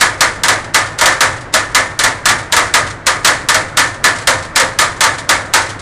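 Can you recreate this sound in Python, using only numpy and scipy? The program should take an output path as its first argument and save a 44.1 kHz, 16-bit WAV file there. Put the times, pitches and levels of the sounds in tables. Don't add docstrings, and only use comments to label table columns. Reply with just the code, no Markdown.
import sys
import numpy as np
from scipy import signal
from scipy.fft import rfft, irfft, next_fast_len
from scipy.io import wavfile
from scipy.ndimage import uniform_filter1d

SR = 44100
rng = np.random.default_rng(int(sys.argv[2]) if len(sys.argv) > 2 else 0)


def store_pcm(level_fs):
    pcm = np.round(np.clip(level_fs, -1, 1) * 32767).astype(np.int16)
    wavfile.write(sys.argv[1], SR, np.atleast_2d(pcm).T)


N = 256220

# (frequency [Hz], level [dB])
GRIND_SPECTRUM = [(20, -6), (45, 2.5), (75, -2), (105, -3), (130, 2.5), (152, 1), (200, -7), (300, -1.5),
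                  (410, -6.5), (560, -4), (800, -7), (1300, -4.5), (1900, -7.5), (2700, -22), (8000, -37),
                  (13000, -70)]
# (frequency [Hz], level [dB])
TIMBER_SPECTRUM = [(130, -22), (200, -20.5), (270, -12), (350, -10.5), (410, -15), (500, -8), (650, -6.5),
                   (790, -7), (950, -2.8), (1200, -1), (1750, 0), (2150, -1.8), (2400, -9), (3000, -21),
                   (12000, -58)]
# (frequency [Hz], level [dB])
CRACK_SPECTRUM = [(1200, -14), (2600, -3), (3200, 0.3), (4000, 1), (5400, -2), (7200, -1.5), (8600, -3.5),
                  (10000, -8), (11500, -14), (15000, -16)]
# (frequency [Hz], level [dB], t60 [s])
WOOD_MODES = [(529, -26, .46), (585, -26, .33), (636, -21, .25), (735, -24.5, .25), (895, -20, .3),
              (942, -19, .28), (974, -20, .28), (1167, -18, .28), (1214, -20, .33), (1238, -19, .4),
              (1285, -20, .33), (1464, -20, .33), (1695, -18, .28), (1730, -17, .36), (1768, -18, .36),
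              (1802, -20.5, .56), (1980, -22, .3), (2042, -21, .33)]
# (floor drone [dB], brush before the knock [dB], first hop [dB])
CAM_LEVELS = [(-33.5, -22, -35), (-34, -38, -33), (-31, -44, -31), (-31, -31, -31), (-32.5, -27, -28),
              (-28.5, -34, -28)]
# (time [s], level [dB])
TICKS_AND_SCRAPES = [(0.0, -22), (.642, -32), (.737, -25), (.859, -25), (1.122, -21), (1.407, -31),
                     (1.525, -28), (2.383, -24), (2.6644, -25), (2.865, -28), (2.9, -29), (3.872, -25),
                     (4.16, -27), (4.1835, -24), (4.218, -30), (4.423, -27), (5.1822, -20.5), (5.615, -22),
                     (5.69, -23), (5.7913, -29)]
# (time [s], level [dB], pitch the struck spot favours [Hz])
CAM_KNOCKS = [(0.01, -1.8, 1685), (0.207, -2.2, 1467), (0.4345, -4.6, 934), (0.744, -2, 1992),
              (0.987, -11.4, 1708), (1.2066, -1.7, 1182), (1.5392, -3, 1461), (1.7472, -2.1, 2040),
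              (1.9905, -5.2, 1779), (2.2555, -2.3, 1696), (2.523, -3.6, 974), (2.739, -1.4, 1236),
              (3.0665, -3, 1212), (3.2464, 0.6, 1216), (3.487, -2.3, 1768), (3.771, -1.9, 1966),
              (4.041, -1.4, 1729), (4.272, -1.2, 528), (4.559, -1.2, 1704), (4.788, -1.2, 1710),
              (5.0065, -2.6, 1769), (5.291, -1.8, 1168), (5.5367, -0.5, 896)]
# (time [s], level [dB], pitch the struck spot favours [Hz])
BOUNCE_LANDINGS = [(0.4828, -2.4, 739), (1.011, -3.5, 943), (1.057, -2.1, 1765), (2.0365, -2.8, 895),
                   (2.288, -4.7, 1165), (2.565, -2.6, 1279), (3.272, -4.8, 1732), (3.5435, -4.6, 635),
                   (3.789, -6.1, 1762), (4.598, -5.7, 530), (4.812, -9.2, 1216), (5.037, -4.2, 894)]

# (rise [s], wood t60 [s], room send [dB], room t60 [s])
TICK_BODY_SHAPE, TICK_TOP_SHAPE = (.003, .16, -13, .45), (.002, .12, -14, .35)
THUD_SHAPE, WOOD_SHAPE = (.016, .38, -11.5, .8), (.0028, .31, -13.6, .64)
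SNAP_SHAPE, TAIL_SHAPE = (.0004, .06, -40, .1), (.0008, .215, -12, .44)
# (thud [dB], wood [dB], crack [dB])
SQUARE_HIT, GLANCING_HIT, LANDING = (.9, .1, -3.6), (-3.2, -3.6, -4.9), (1.2, -.2, -4.4)
# (thud [dB/octave], wood [dB/octave], crack [dB/octave])
HOLLOW_TILT = (.9, -.7, -.5)
CROSSOVER_HZ = 800


def from_db(db):
    return 10 ** (np.asarray(db) / 20)


def coloured(spectrum):
    size = next_fast_len(N)
    hz, level_db = np.transpose(spectrum)
    log_hz = np.log(np.maximum(np.fft.rfftfreq(size, 1 / SR), 1))
    gain = from_db(np.interp(log_hz, np.log(hz), level_db))
    noise = irfft(rfft(rng.standard_normal(size)) * gain, size)[:N]
    return noise / np.sqrt(np.mean(noise ** 2) + 1e-20)


def resonate(x, hz, width_hz):
    r = np.exp(-np.pi * width_hz / SR)
    feedforward = np.sqrt((1 - r * r) / 2) * np.array([1, 0, -1])
    feedback = [1, -2 * r * np.cos(2 * np.pi * hz / SR), r * r]
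    return signal.lfilter(feedforward, feedback, x + 1e-18)


def flicker(per_s, depth_db):
    knots = rng.standard_normal(N // 8)
    return from_db(depth_db * np.interp(np.arange(N) / SR * per_s, np.arange(len(knots)), knots))


def ringing(times, level_db, shape):
    rise_s, wood_t60, room_db, room_t60 = shape
    age = np.arange(SR) / SR
    attack = 1 - np.exp(-age / rise_s)
    wood = from_db(-60 * age / wood_t60)
    room = from_db(room_db - 60 * age / room_t60)
    energy = attack ** 2 * (wood ** 2 + room ** 2)
    total = np.zeros(N + SR)
    for s, db in zip(times, level_db):
        start = int(np.clip(s * SR, 0, N))
        total[start:start + SR] += from_db(db) ** 2 * energy
    return np.sqrt(total[:N])


def off_walls(x, cutoff_hz=11000):
    return signal.sosfilt(signal.butter(16, cutoff_hz, fs=SR, output="sos"), x)


def gear_grind(level_db=-29.3):
    return from_db(level_db) * coloured(GRIND_SPECTRUM) * flicker(per_s=25, depth_db=1.2)


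def floor_drone(hz=101.5, slack_db=-43, rise_s=.06, hold_s=.08):
    hum = resonate(rng.standard_normal(N), hz, width_hz=11)
    hum = resonate(hum, hz, width_hz=50)
    hum /= np.sqrt(uniform_filter1d(hum ** 2, SR // 10) + 1e-12)
    corners = []
    for k, (s, _, _) in enumerate(CAM_KNOCKS):
        loaded_db, _, _ = CAM_LEVELS[k % len(CAM_LEVELS)]
        corners += [(s, slack_db), (s + rise_s, loaded_db), (s + rise_s + hold_s, loaded_db)]
    load_db = np.interp(np.arange(N) / SR, *np.transpose(sorted(corners)))
    return hum * from_db(load_db)


def touches(hops=2, drop_s=.118, hop_s=.05, jitter_s=.01, hop_loss_db=2.5, scatter_db=1.5):
    rows = [(s, db - 2.5, db) for s, db in TICKS_AND_SCRAPES]
    for k, (s, _, _) in enumerate(CAM_KNOCKS):
        _, brush_db, first_hop_db = CAM_LEVELS[k % len(CAM_LEVELS)]
        rows.append((s - .006, brush_db, brush_db))
        for hop in range(hops):
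            late, louder = rng.standard_normal(2)
            land_s = s + drop_s + hop_s * hop + jitter_s * late
            db = first_hop_db - hop_loss_db * hop + scatter_db * louder
            rows.append((land_s, db + 2, db))
    return rows


def light_clatter(crack_db=1.0):
    times, body_db, top_db = np.transpose(touches())
    body = coloured(TIMBER_SPECTRUM) * ringing(times, body_db, TICK_BODY_SHAPE)
    top = off_walls(coloured(CRACK_SPECTRUM)) * ringing(times, top_db + crack_db, TICK_TOP_SHAPE)
    return body + top * flicker(per_s=500, depth_db=1.6)


def blows(bounce_within_s=.1, neutral_hz=1350):
    landing_times = np.array(BOUNCE_LANDINGS)[:, 0]
    contacts = [(*row, LANDING) for row in BOUNCE_LANDINGS]
    for s, db, hz in CAM_KNOCKS:
        bounces = np.any((landing_times > s) & (landing_times < s + bounce_within_s))
        contacts.append((s, db, hz, GLANCING_HIT if bounces else SQUARE_HIT))
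    rows = []
    for s, db, hz, tone_db in contacts:
        hollow_db = np.log2(neutral_hz / hz) * np.array(HOLLOW_TILT)
        rows.append((s, *(db + np.array(tone_db) + hollow_db), hz))
    return rows


def timber_body(thud_trim_db=-2.0, wood_trim_db=-1.9):
    times, thud_db, wood_db, _, _ = np.transpose(blows())
    lowpass = signal.butter(4, CROSSOVER_HZ, "low", fs=SR, output="sos")
    highpass = signal.butter(4, CROSSOVER_HZ, "high", fs=SR, output="sos")
    thud = signal.sosfilt(lowpass, coloured(TIMBER_SPECTRUM))
    wood = signal.sosfilt(highpass, coloured(TIMBER_SPECTRUM))
    thud *= ringing(times, thud_db + thud_trim_db, THUD_SHAPE)
    wood *= ringing(times, wood_db + wood_trim_db, WOOD_SHAPE)
    return thud + wood


def struck_modes(trim_db=1.9, favour_db=9.8, favour_width_hz=22, scatter_db=3.5, rise_s=.005):
    hz, mode_db, t60 = np.transpose(WOOD_MODES)
    age = np.arange(int(.6 * SR)) / SR
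    envelopes = (1 - np.exp(-age / rise_s)) * from_db(-60 * age / t60[:, None])
    rings = envelopes * np.exp(2j * np.pi * hz[:, None] * age)
    out = np.zeros(N + len(age))
    for s, thud_db, wood_db, _, spot_hz in blows():
        favoured = np.exp(-.5 * ((hz - spot_hz) / favour_width_hz) ** 2)
        chance_db = scatter_db * (1 - favoured) * rng.standard_normal(len(hz))
        blow_db = np.where(hz < CROSSOVER_HZ, thud_db, wood_db)
        gains = from_db(blow_db + trim_db + mode_db + favour_db * favoured + chance_db)
        phases = np.exp(2j * np.pi * rng.random(len(hz)))
        start = int(np.clip(s * SR, 0, N))
        out[start:start + len(age)] += ((gains * phases) @ rings).real
    return out[:N]


def cracks(snap_db=2.2, tail_db=.2):
    times, _, _, crack_db, _ = np.transpose(blows())
    tail = ringing(times, crack_db + tail_db, TAIL_SHAPE) * flicker(per_s=450, depth_db=1.1)
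    snap = ringing(times, crack_db + snap_db, SNAP_SHAPE)
    return coloured(CRACK_SPECTRUM) * snap + off_walls(coloured(CRACK_SPECTRUM)) * tail


def scene():
    knocks = timber_body() + struck_modes() + cracks()
    return (knocks + light_clatter() + gear_grind() + floor_drone())[None]


def record(dry, ceiling=.70, hardness=10.0, treble_hz=10000, treble_db=-1.4, cutoff_hz=15200):
    clipped = dry / (1 + np.abs(dry / ceiling) ** hardness) ** (1 / hardness)
    dull = signal.filtfilt(*signal.butter(2, treble_hz, fs=SR), clipped)
    softened = dull + from_db(treble_db) * (clipped - dull)
    high_cut = signal.firwin(255, cutoff_hz, window="blackman", fs=SR)
    return signal.fftconvolve(softened, high_cut[None], "same")


dry = scene()
out = record(dry)
store_pcm(out)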